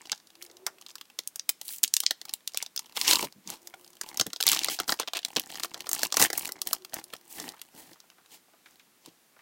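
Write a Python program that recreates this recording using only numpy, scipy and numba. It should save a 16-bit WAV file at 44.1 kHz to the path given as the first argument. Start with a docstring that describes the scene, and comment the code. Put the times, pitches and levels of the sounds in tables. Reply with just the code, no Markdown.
"""Foil card pack opened close to the microphone

Hands crinkle a foil card pack, tear it open and slide the cards out over a table in a small room.
Large creases are sharp bursts ringing stiff patches of foil, the hollow pack and a bright sizzle on top.
Random swarms of tiny creases crackle between them; the tear ticks over ribs; fingers and cards knock softly.
Decaying noise gives the room's answer, with quiet hiss and a faint low moan of wavering tone and haze behind."""
import sys
import numpy as np
from scipy import signal
from scipy.fft import rfft, irfft
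from scipy.io import wavfile
from scipy.ndimage import uniform_filter1d
from numba import njit

SR = 44100
rng = np.random.default_rng(int(sys.argv[2]) if len(sys.argv) > 2 else 0)


def output_pcm(signal):
    """Save a mono or channel-first signal as 16-bit PCM at the path in sys.argv[1].

    Samples are clipped to [-1, 1] before scaling.
    """
    pcm = np.clip(np.atleast_2d(signal).T, -1, 1) * 32767
    wavfile.write(sys.argv[1], SR, np.round(pcm).astype(np.int16))


N = 415245

# top of the pack body, foot of the sizzle, top of what the microphone passes
BODY_TOP_HZ, SIZZLE_HZ, TOP_HZ = 1500, 8000, 16000
SNAP_S = .004  # time over which the level of a snap is reckoned
SHEET_HZ, SHEET_WIDTH_HZ = 1150, 970  # the sheet around a snapping crease, damped by the fingers: a dry crack
SWELL_DB, SWELL_S = -21, 0.0016  # a faint noise swells before each snap, with this time constant
EDGE_ECHO, EDGE_ECHO_S = .55, (.0004, .0014)  # gain and range of delays of the wave back from the pack's edge
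PUFF_HZ, PUFF_DB = 124, -14  # puff of air in the pack
GRIP_WANDER = .09  # spread of the pack's pitch, as a natural logarithm

RIB_S, RIB_HZ = 0.003, 2690  # time from rib to rib, pitch of the facet
RIB_BODY_DB, RIB_SIZZLE_DB = -4, -12  # re the facet
RIB_JITTER, RIB_SCATTER_DB, RIB_FLUTTER_S = .12, 1.5, .0012  # jitter as a share of RIB_S
STRAY_PER_S, STRAY_DB, STRAY_SPREAD_DB, STRAY_UNTIL_S = 13, -52.5, 3.5, 8.3

# how fast a movement sets in and dies away
FLEX_RISE_DB_PER_S, FLEX_FALL_DB_PER_S = 1302, 652
SLIDE_RISE_DB_PER_S, SLIDE_FALL_DB_PER_S = 479, 408
GENTLE_POPS_PER_S, HARD_POPS_PER_S = 75, 800  # tiny creases under a light touch and in a hard crush
GENTLE_RUB_DB, HARD_RUB_DB = -17.5, 1  # rub of skin re the pops, likewise
SWARM_DAMPING, FACET_WANDER = 0.33, .12  # width re pitch; spread of pitch as a natural logarithm
POP_FLUTTER_S, CLUSTER_DB = 0.0013, 3

RUMBLE_HZ, RUMBLE_WIDTH_HZ = 195, 59
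HISS_DB = -64
MOAN_HZ, MOAN_RISE_HZ, MOAN_LAG_S = 325, 53.6, 0.095  # resting pitch, its rise, lag of the pitch
MOAN_HAZE_DB, MOAN_WIDTH_HZ = -3, 14  # haze re the tone; cutoff of the waver


def snaps(creases, flutter_s=0.003):
    """Each crease buckles, rings its own facet and shakes the pack with a colour of its own."""
    out = np.zeros(N)
    before = np.arange(-SR // 100, 0) / SR
    shifts = rng.standard_normal(len(creases))
    for (s, db, hz, body, top), shift in zip(creases, shifts):
        swell = rng.standard_normal(len(before)) * np.exp(before / SWELL_S) * undb(SWELL_DB)
        # a fold that moves the whole pack gives way more slowly
        push = np.append(swell, buckle(flutter_s * undb(body / 4)))
        # a snap with little sizzle rings more purely
        damping = np.interp(top, [-20, 0], [.35, .75])
        shake = rebound(push)
        taut = grip(s) * np.exp(GRIP_WANDER * shift)
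        thud = pack(shake, taut) + resonate(shake, SHEET_HZ, SHEET_WIDTH_HZ)
        # a crease that barely shakes the pack stirs only its upper modes
        thud = butter(thud, 200 * undb(-body / 3), "high", order=1)
        parts = (facet(push, hz, damping), 0), (thud, body), (sizzle(push), top)
        snap = sum(part * undb(db + rel) / np.linalg.norm(part) for part, rel in parts)
        add(out, s + before[0], snap * np.sqrt(SNAP_S * SR))
    return out


def buckle(flutter_s, jump=4.25, shiver_db=-19):
    """A sudden jump, then bending waves that run about the sheet and die."""
    t = np.arange(SR // 25) / SR
    flutter = np.exp(-t / flutter_s)
    shiver = np.exp(-t / SNAP_S)
    push = rng.standard_normal(len(t)) * (flutter + undb(shiver_db) * shiver)
    push[0] += jump
    return push


def facet(push, hz, damping):
    """A small stiff patch of foil rings for a few cycles."""
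    ring = resonate(push, hz, np.minimum(damping * hz, SIZZLE_HZ))
    return butter(butter(ring, BODY_TOP_HZ, "high"), SIZZLE_HZ, "low", order=3)


def sizzle(push):
    """The sharp top of a buckling crease."""
    return butter(push, SIZZLE_HZ, "high", order=4)


def pack(push, taut):
    """The low resonances of the hollow pack, driven by its skin, and a puff of air; the grip shifts them."""
    # modes of the pack in the hands: (f/Hz before the grip's factor, width/Hz, relative level/dB)
    body_modes = [(166, 173, -9), (310, 110, -2), (745, 152, 5), (893, 340, -0.5), (1960, 300, 3.5)]
    body = 0
    for k, (hz, width, db) in enumerate(body_modes):
        body = body + (-1) ** k * undb(db) * resonate(push, hz * taut, width)
    return butter(body, BODY_TOP_HZ, "low") + undb(PUFF_DB) * butter(push, PUFF_HZ, "low")


def grip(s):
    """How taut the pack is at time s: a factor on the pitch of its resonances."""
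    # the hands tighten or slacken the pack, loose once torn: (t/s, pitch factor re the loose pack)
    tautness = [(2.1, 1.09), (3.09, 1.18), (3.2, 1.21), (4.9, 1.06), (5.4, 1.02)]
    return np.interp(s, *np.transpose(tautness))


def rebound(push):
    """The bending wave returns from the edge of the pack, either way up, after a random short delay."""
    delay = int(rng.uniform(*EDGE_ECHO_S) * SR)
    return push + rng.choice([-1, 1]) * EDGE_ECHO * np.roll(push, delay)


def ribs():
    """The tear catches on rib after rib, almost evenly: rows like those of the large creases."""
    # the tear runs through the crimped seal: (start t/s, end t/s, level of a tick/dB before scatter)
    tears = [(4.9907, 5.025, -39.5), (5.0755, 5.086, -35.5), (5.15, 5.182, -35.5), (5.365, 5.384, -36.5)]
    ticks = [(s, db) for start, end, db in tears for s in np.arange(start, end, RIB_S)]
    draws = rng.standard_normal((len(ticks), 2))
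    return [(s + RIB_JITTER * RIB_S * late, db + RIB_SCATTER_DB * size, RIB_HZ, RIB_BODY_DB, RIB_SIZZLE_DB)
            for (s, db), (late, size) in zip(ticks, draws)]


def strays(hz=4000, body_db=-9, top_db=-6):
    """Small creases let go by themselves at random moments: rows like those of the large creases."""
    count = int(STRAY_PER_S * STRAY_UNTIL_S)
    times = rng.uniform(0, STRAY_UNTIL_S, count)
    rows = []
    for s, (size, pitch) in zip(times, rng.standard_normal((count, 2))):
        level = STRAY_DB + STRAY_SPREAD_DB * size
        tone = hz * 2 ** np.clip(pitch / 2, -1, .5)
        rows.append((s, level, tone, body_db - STRAY_SPREAD_DB * pitch, top_db))
    return rows


def rustle(slide_db=-5, drag_db=-5):
    """Tiny creases pop at random, faster as the foil is worked harder, over the rub of skin and card."""
    # fingers flex, crumple or tear the foil:
    # (start t/s, end t/s, facet level/dB, pack body re facets/dB, sizzle re facets/dB)
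    flexes = [(0.01, 0.13, -53.5, -4.5, -17), (0.415, 0.445, -53, -35, 4), (2.283, 2.33, -56, -0.5, -11),
              (2.56, 2.63, -45.5, -16, -17), (2.82, 2.93, -60, -3, -4), (2.96, 3.045, -39, -7.5, 0.5),
              (3.05, 3.078, -31, -14, -12), (3.08, 3.135, -24.5, -9.5, -1), (3.14, 3.245, -35, -2, -1.5),
              (3.62, 3.97, -66, -2, 5), (4.02, 4.21, -52.5, 1.5, -2), (4.455, 4.7, -39, -6, -10.5),
              (4.475, 4.548, -30, -15.5, -2), (4.795, 4.825, -43, 0, -13), (4.885, 4.93, -39, 1.5, 5.5),
              (5.26, 5.5, -53.5, 0, -2), (5.495, 5.655, -46, -4, -4.5), (5.7, 5.88, -54, 0.5, -7),
              (5.94, 6.02, -41, -5.5, -4.5), (6.03, 6.055, -33.5, -5.5, -1), (6.165, 6.19, -34.5, -5, -3.5),
              (6.2, 6.245, -27.5, 0.5, 3.5), (6.335, 6.48, -43.5, -4, 1), (6.52, 6.59, -59.5, 6.5, -16),
              (6.665, 6.755, -47, -2, 1), (6.935, 6.995, -46.5, 3.5, -5), (7.13, 7.145, -51, 3, -17),
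              (7.03, 7.7, -68, 0, 3.5)]
    # the foil or a card slides smoothly:
    # (start t/s, end t/s, facet level/dB, pack body re facets/dB, sizzle re facets/dB)
    slides = [(1.67, 1.75, -50, -22, 12), (3.49, 3.54, -47.5, -2.5, -3.5), (4.71, 4.733, -35, -14, 0),
              (7.31, 7.37, -54.5, -7, 9.5), (7.38, 7.495, -47.5, 1, -1.5), (7.745, 7.93, -61, -0.5, 1.5),
              (7.785, 7.805, -56.5, 0, 7), (8.325, 8.35, -53.5, -8, -0.5), (8.67, 8.76, -67, -4.5, 0),
              (9.052, 9.085, -59.5, -5, -10.5)]
    flexing = movements(flexes, FLEX_RISE_DB_PER_S, FLEX_FALL_DB_PER_S)
    sliding = movements(slides, SLIDE_RISE_DB_PER_S, SLIDE_FALL_DB_PER_S)
    power = flexing + sliding + 1e-12
    effort = np.interp(10 * np.log10(power[0]), [-55, -25], [0, 1])

    even_rate = GENTLE_POPS_PER_S * (HARD_POPS_PER_S / GENTLE_POPS_PER_S) ** effort
    giving = CLUSTER_DB * fits()
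    rate = even_rate * undb(giving)  # pops come in clusters
    skin_rub = undb(np.interp(effort, [0, 1], [GENTLE_RUB_DB, HARD_RUB_DB]) + giving / 2)
    slide_rub = undb(slide_db + giving / 2) * sliding[0] / power[0]
    rub = skin_rub + slide_rub

    pitches = np.geomspace(2000, 6600, num=7)
    rings, thuds, edges = 0, 0, 0
    for hz in pitches:
        pops = rng.random(N) < rate / SR / len(pitches)
        size = undb(6 * np.minimum(rng.exponential(size=N), 3)) * rng.choice([-1, 1], N)
        strikes = pops * size / np.sqrt(even_rate)  # frequent pops are each weaker
        crackle = signal.oaconvolve(strikes, buckle(POP_FLUTTER_S))[:N]
        push = unit(crackle) + rub * rng.standard_normal(N)
        # no two facets are the same size
        rings = rings + facet(push, hz * np.exp(FACET_WANDER * fits()), SWARM_DAMPING)
        # wide, low facets shake the pack; small, high ones sizzle
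        thuds = thuds + push / hz
        edges = edges + push * hz ** 2
    taut = grip(np.arange(N) / SR) * np.exp(GRIP_WANDER / 2 * fits(size=1500))
    parts = rings, unit(pack(thuds, taut)), sizzle(edges)
    swarm = sum(steady(part) * np.sqrt(p) for part, p in zip(parts, power))

    # sliding foil and cards scrape with a low, papery rumble
    drag = butter(resonate(rng.standard_normal(N), 293, 160), 630, "low")
    drag = butter(drag, PUFF_HZ, "high")
    return swarm + unit(drag) * np.sqrt(sliding[1]) * undb(drag_db)


def movements(table, rise, fall):
    """Each movement swells, holds and dies away: power over time of facets, pack body and sizzle."""
    t, power = np.arange(N) / SR, np.zeros((3, N))
    for start, end, db, body, top in table:
        near = slice(int(max(start - .5, 0) * SR), int((end + .5) * SR))
        early = np.maximum(start - t[near], 0)
        late = np.maximum(t[near] - end, 0)
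        shape = undb(-rise * early - fall * late)
        power[:, near] += np.outer(undb([db, db + body, db + top]), shape) ** 2
    return power


def fits(size=520):
    """Foil gives way in fits and starts: a new random level every size samples, slewed, spread 1."""
    levels = np.repeat(rng.standard_normal(N // size + 1), size)
    return unit(uniform_filter1d(levels, size // 3)[:N])


def knocks(damping=0.95, tick_db=-3):
    """Soft contacts sound briefly in the stack of cards, each begun by the dry tick of an edge."""
    # fingers on the pack and cards on each other: (t/s, peak level of the thud/dB, f/Hz)
    contacts = [(0.665, -28, 1110), (1.831, -41, 269), (3.229, -27.5, 450), (3.525, -41, 730),
                (4.198, -36, 150), (4.263, -34.5, 238), (5.364, -24.5, 320), (5.762, -42.5, 670),
                (7.537, -43, 900), (7.57, -49, 1493), (7.745, -50, 227), (7.914, -48, 325),
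                (7.958, -49, 1187), (8.04, -53.5, 1010), (8.116, -56, 1120), (8.183, -48, 956),
                (8.249, -55, 1076), (8.483, -57.5, 597), (8.535, -52.5, 790), (8.659, -42.5, 1750),
                (8.796, -44.5, 2530), (9.075, -45, 238), (9.365, -50.5, 895), (9.391, -47, 1500)]
    out, t = np.zeros(N), np.arange(SR // 10) / SR
    fade = np.exp(-t / .011)
    for s, db, hz in contacts:
        thud = resonate(rng.standard_normal(len(t)) * fade, hz, damping * hz)
        thud = butter(butter(thud, 2 * hz, "low"), hz / 2, "high")
        tick = resonate(buckle(POP_FLUTTER_S), 2 * hz, 2 * hz)
        add(out, s, thud / np.abs(thud).max() * undb(db))
        add(out, s, tick / np.abs(tick).max() * undb(db + tick_db))
    return out


def rumbles():
    """The heel of a hand drags on the pack: a dull, low flutter."""
    # a hand shifts on the pack: (start t/s, end t/s, level/dB)
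    shifts = [(3.23, 3.265, -48.5), (3.365, 3.39, -56), (3.467, 3.51, -51.5), (7.88, 7.92, -64)]
    t, press = np.arange(N) / SR, np.zeros(N)
    for start, end, db in shifts:
        rise = FLEX_RISE_DB_PER_S * np.maximum(start - t, 0)
        fall = FLEX_FALL_DB_PER_S * np.maximum(t - end, 0)
        press += undb(db - rise - fall)
    flutter = resonate(rng.standard_normal(N), RUMBLE_HZ, RUMBLE_WIDTH_HZ)
    flutter = butter(flutter, 2 * RUMBLE_HZ, "low")
    return steady(butter(flutter, RUMBLE_HZ / 2, "high")) * press


def room(x, early_s=0.011, early_db=-17, late_db=-30.0):
    """Quick reflections from table and hands, then the short tail of the room, as decaying noise."""
    t = np.arange(SR // 2) / SR
    t60 = .24  # seconds for the tail to fall by 60 dB
    early = rng.standard_normal(len(t)) * np.exp(-t / early_s) * (t > SNAP_S)
    late = butter(rng.standard_normal(len(t)), SIZZLE_HZ, "low") * undb(-60 * t / t60) * (t > 2 * SNAP_S)
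    response = undb(early_db) * early / np.linalg.norm(early) + undb(late_db) * late / np.linalg.norm(late)
    return signal.oaconvolve(x, response)[:N]


def hiss():
    """Steady noise, coloured like the quiet of the room."""
    # shape of the room's noise: (f/Hz, relative level/dB per Hz)
    quiet = [(30, -19), (90, -12), (170, -1), (320, 1), (520, -4), (1000, -4), (5000, -8), (15500, -10.5)]
    hz, db = np.transpose(quiet)
    bins = np.maximum(np.fft.rfftfreq(N, 1 / SR), 1)
    colour = undb(np.interp(np.log(bins), np.log(hz), db))
    return unit(irfft(rfft(rng.standard_normal(N)) * colour, N)) * undb(HISS_DB)


def moan():
    """A narrow band of noise whose pitch follows its swell a little late, under a soft haze."""
    # faint low swells: (peak t/s, time from the peak to 1/e/s, level of the tone at the peak/dB)
    swells = [(0.588, 0.23, -61.5), (3.741, 0.24, -65), (6.309, 0.83, -61.5)]
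    t = np.arange(N) / SR

    def swell(lag):
        """The sum of the swells, delayed by lag seconds."""
        return sum(undb(db) * np.exp(-((t - lag - s) / half) ** 2) for s, half, db in swells)

    late = swell(MOAN_LAG_S)
    phase = 2 * np.pi * np.cumsum(MOAN_HZ + MOAN_RISE_HZ * late / late.max()) / SR
    waver = butter(rng.standard_normal(N) + 1j * rng.standard_normal(N), MOAN_WIDTH_HZ, "low")
    tone = unit((waver * np.exp(1j * phase)).real)
    haze = unit(butter(resonate(rng.standard_normal(N), 480, 500), 1100, "low", order=4))
    return (tone + undb(MOAN_HAZE_DB) * haze) * swell(0)


def undb(db):
    """Decibels to gain."""
    return 10 ** (np.asarray(db) / 20)


def unit(x):
    """Scale to rms 1."""
    return x / np.sqrt(np.mean(x ** 2))


def steady(x, size=1100):
    """Even out the power over a few hundredths of a second, keeping the single pops."""
    power = uniform_filter1d(uniform_filter1d(x ** 2, size), size)
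    return x / np.sqrt(np.abs(power) + 1e-12)


def add(track, s, sound):
    """Mix a sound in at time s."""
    i = int(np.clip(s * SR, 0, N - 1))
    track[i:i + len(sound)] += sound[:N - i]


def butter(x, hz, kind, order=2):
    """Low- or high-pass."""
    return signal.lfilter(*signal.butter(order, min(hz, .45 * SR), kind, fs=SR), x)


def resonate(x, hz, width):
    """One resonance, still or moving, gain 1 at its centre."""
    ones = np.ones(len(x))
    return band(x, np.tan(np.pi * hz / SR) * ones, width / hz * ones)


@njit
def band(x, g, k):
    """State-variable band-pass whose tuning g and damping k may move every sample."""
    y, b, l = np.empty(len(x)), 0., 0.
    for i in range(len(x)):
        v = (b + g[i] * (x[i] + 1e-18 - l)) / (1 + g[i] * (g[i] + k[i]))
        b, l, y[i] = 2 * v - b, l + 2 * g[i] * v, k[i] * v
    return y


def scene():
    """The pack in the hands, its room and the background."""
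    # the big creases that buckle: (t/s, level of the ringing facet over SNAP_S/dB, f/Hz of the facet,
    # pack body re facet/dB, sizzle re facet/dB)
    big_creases = [(0.057, -46, 3900, -10, -8), (0.097, -36.5, 2400, -52, -17),
                   (0.1182, -22, 5350, -11, -14), (0.1276, -32, 3510, -1.5, -32),
                   (0.2, -55.5, 3990, -4, -12), (0.4241, -39.5, 5250, -11, -4), (0.499, -55, 4900, 2, -23),
                   (0.6661, -26, 4970, -6, 0), (0.813, -47, 6000, -7, -3), (0.864, -40.5, 3650, -10.5, -12),
                   (0.9055, -48, 4500, -17, -17), (0.955, -39.5, 4520, -3.5, -1),
                   (1.012, -38.5, 3720, -7, -7), (1.1892, -27, 4396, -8.5, -5),
                   (1.2748, -35, 7000, -25, 6.5), (1.3588, -37, 6550, -12.5, 4),
                   (1.3957, -28.5, 5200, -36, -19), (1.4923, -22.5, 2240, -14, 5),
                   (1.498, -30.5, 6640, -14, 7), (1.614, -37, 3470, -9, 1.5), (1.69, -36.5, 4777, -15, -9),
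                   (1.784, -45.5, 5400, -16, 7), (1.833, -23.5, 6260, -19, 7), (1.838, -17, 6060, -26, -1),
                   (1.846, -24.5, 3730, -36, -5), (1.878, -33.5, 7400, -28, -11),
                   (1.9392, -16.5, 6730, -33, -3.5), (1.9667, -19, 4060, -27, -1.5),
                   (2.0035, -25.5, 4800, -26, 4.5), (2.0356, -33.5, 4400, -3, -3),
                   (2.0646, -14, 4340, -54, -27), (2.1088, -21, 4330, -5.5, -6),
                   (2.215, -36.5, 4500, -8.5, -8), (2.253, -43.5, 4500, -1.5, 3),
                   (2.2937, -35.5, 4070, -17, -8), (2.3374, -29.5, 4300, -16.5, 4.5),
                   (2.4761, -27.5, 4760, -20.5, -2), (2.5455, -35.5, 4930, -3, -5),
                   (2.5733, -25, 3940, -23, 0), (2.6258, -28, 6440, -9, -6), (2.663, -36.5, 4180, -12, -11),
                   (2.7626, -32, 4770, -11.5, 1.5), (2.7763, -26, 5000, -19, -23),
                   (2.7926, -31, 5260, -9.5, -4), (2.9662, -31, 3360, -9, -10),
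                   (2.9714, -26.5, 3670, -5, -25), (3.0137, -21, 4040, -25, -10),
                   (3.0794, -17, 4700, -27, -24), (3.1115, -14.5, 4300, -12.5, -11),
                   (3.1324, -18, 3910, -7, -15), (3.1565, -18.5, 4420, -14, -10),
                   (3.4749, -36, 5470, -12, -9), (3.502, -34, 6400, -9.5, 1), (3.673, -41, 4830, -7, 2),
                   (3.7397, -46.5, 2040, 7.5, -19), (4.013, -29.5, 6560, -4, -3),
                   (4.0888, -42, 4320, -8, 0), (4.1734, -28.5, 5970, -31, -3.5),
                   (4.1974, -18.5, 4250, -8, -8), (4.2112, -18, 4700, -7, -9),
                   (4.266, -35.5, 4220, -3.5, 3), (4.3325, -30.5, 4800, -7, -8),
                   (4.3618, -32.5, 4260, -12.5, -16), (4.404, -28, 3750, -1.5, -8),
                   (4.4095, -26, 4470, -11.5, -1), (4.4267, -21.5, 3730, -34, -5),
                   (4.437, -31, 4500, -7, -1), (4.467, -21, 4670, -5, 5.5), (4.4785, -15, 4500, -17, -29),
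                   (4.4887, -21, 4740, -31, 3), (4.497, -23, 3390, -24, -9), (4.5168, -21, 6700, -10.5, 1),
                   (4.531, -22, 4430, -5, -4), (4.5632, -29, 4300, -1, -8), (4.5725, -27, 3570, -32, -12),
                   (4.5914, -24, 4030, -36, -6), (4.6343, -27, 4460, -31, -13),
                   (4.6454, -23.5, 3260, -23, 0.5), (4.6849, -24.5, 4800, -1, -22),
                   (4.789, -28.5, 4870, -4, -26), (4.8003, -27.5, 3200, 3, 0), (4.8796, -34, 5700, -5, -6),
                   (4.8936, -22, 3760, -1.5, -23), (4.9224, -22.5, 4600, 0, -27),
                   (4.9987, -26.5, 5400, 1.5, -1), (5.0312, -41.5, 3300, 4, -27),
                   (5.1346, -29.5, 3060, -2, -4), (5.17, -29, 3000, -11, -3.5),
                   (5.1903, -33.5, 3300, -8, -9), (5.2307, -40.5, 3670, -8, -22),
                   (5.2493, -23, 4130, -18, -8.5), (5.3625, -23.5, 4100, -6, -21),
                   (5.3665, -20, 3750, -9, -10.5), (5.397, -28.5, 3820, -22, 2.5),
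                   (5.5557, -36.5, 4870, -3, -10), (5.598, -34.5, 4390, -4, -2),
                   (5.634, -25.5, 4460, -6.5, -6), (5.646, -37.5, 2100, 7, 6),
                   (5.7439, -33.5, 3780, -6, -9), (5.8057, -33.5, 3600, -15, -8), (5.869, -39, 4060, 1, -2),
                   (5.892, -29.5, 7600, -8.5, 3), (5.9144, -30.5, 5940, -6.5, 3),
                   (5.9314, -24.5, 7900, -11, 4), (5.9489, -34.5, 5720, -5, 7), (5.9922, -36, 4700, -2, 2),
                   (6.0322, -22.5, 5000, -4, 1.5), (6.063, -52, 5200, -16, -2),
                   (6.1242, -22.5, 5800, -9, -13), (6.1422, -26.5, 5560, -3, -7),
                   (6.1696, -18.5, 6340, -3.5, -3), (6.1972, -24, 5150, -2, 0), (6.2157, -19, 6700, -7, -2),
                   (6.2245, -16, 6300, -4, 0), (6.2396, -21, 7200, -9, -8),
                   (6.2496, -22, 1850, -4.5, -17.5), (6.2576, -30, 1900, -1, 2),
                   (6.302, -33.5, 4570, 5, 1.5), (6.3305, -32, 4960, 3, 5.5),
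                   (6.3775, -34.5, 6000, 0.5, 15), (6.394, -40, 8100, -22, 11),
                   (6.455, -31.5, 3000, -35, 0), (6.4906, -42.5, 4300, 8, 7), (6.521, -35, 5040, -31, 2.5),
                   (6.6173, -27.5, 5000, -11, 1.5), (6.6723, -31.5, 3500, -7, 6.5),
                   (6.731, -25, 4900, -2, 7.5), (6.8485, -39.5, 2860, -6.5, -0.5),
                   (6.9414, -34.5, 5600, -6.5, 9), (7.041, -45.5, 5500, -16, 7.5), (7.136, -38, 2750, 3, 1),
                   (7.3998, -34, 5230, -9, -3), (7.4901, -35, 5270, -32, -7), (7.6159, -39, 3680, -10, 1),
                   (9.06, -46.5, 4040, -7, 0)]
    near = snaps(big_creases) + snaps(ribs(), RIB_FLUTTER_S) + snaps(strays())
    near = near + rustle() + knocks() + rumbles()
    return (near + room(near) + hiss() + moan())[None]


def record(dry):
    """The microphone rounds the highest peaks and the top is cut."""
    rounded = dry / (1 + dry ** 6) ** (1 / 6)
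    return signal.sosfilt(signal.ellip(10, .2, 80, TOP_HZ, fs=SR, output="sos"), rounded)


dry = scene()
out = record(dry)
output_pcm(out)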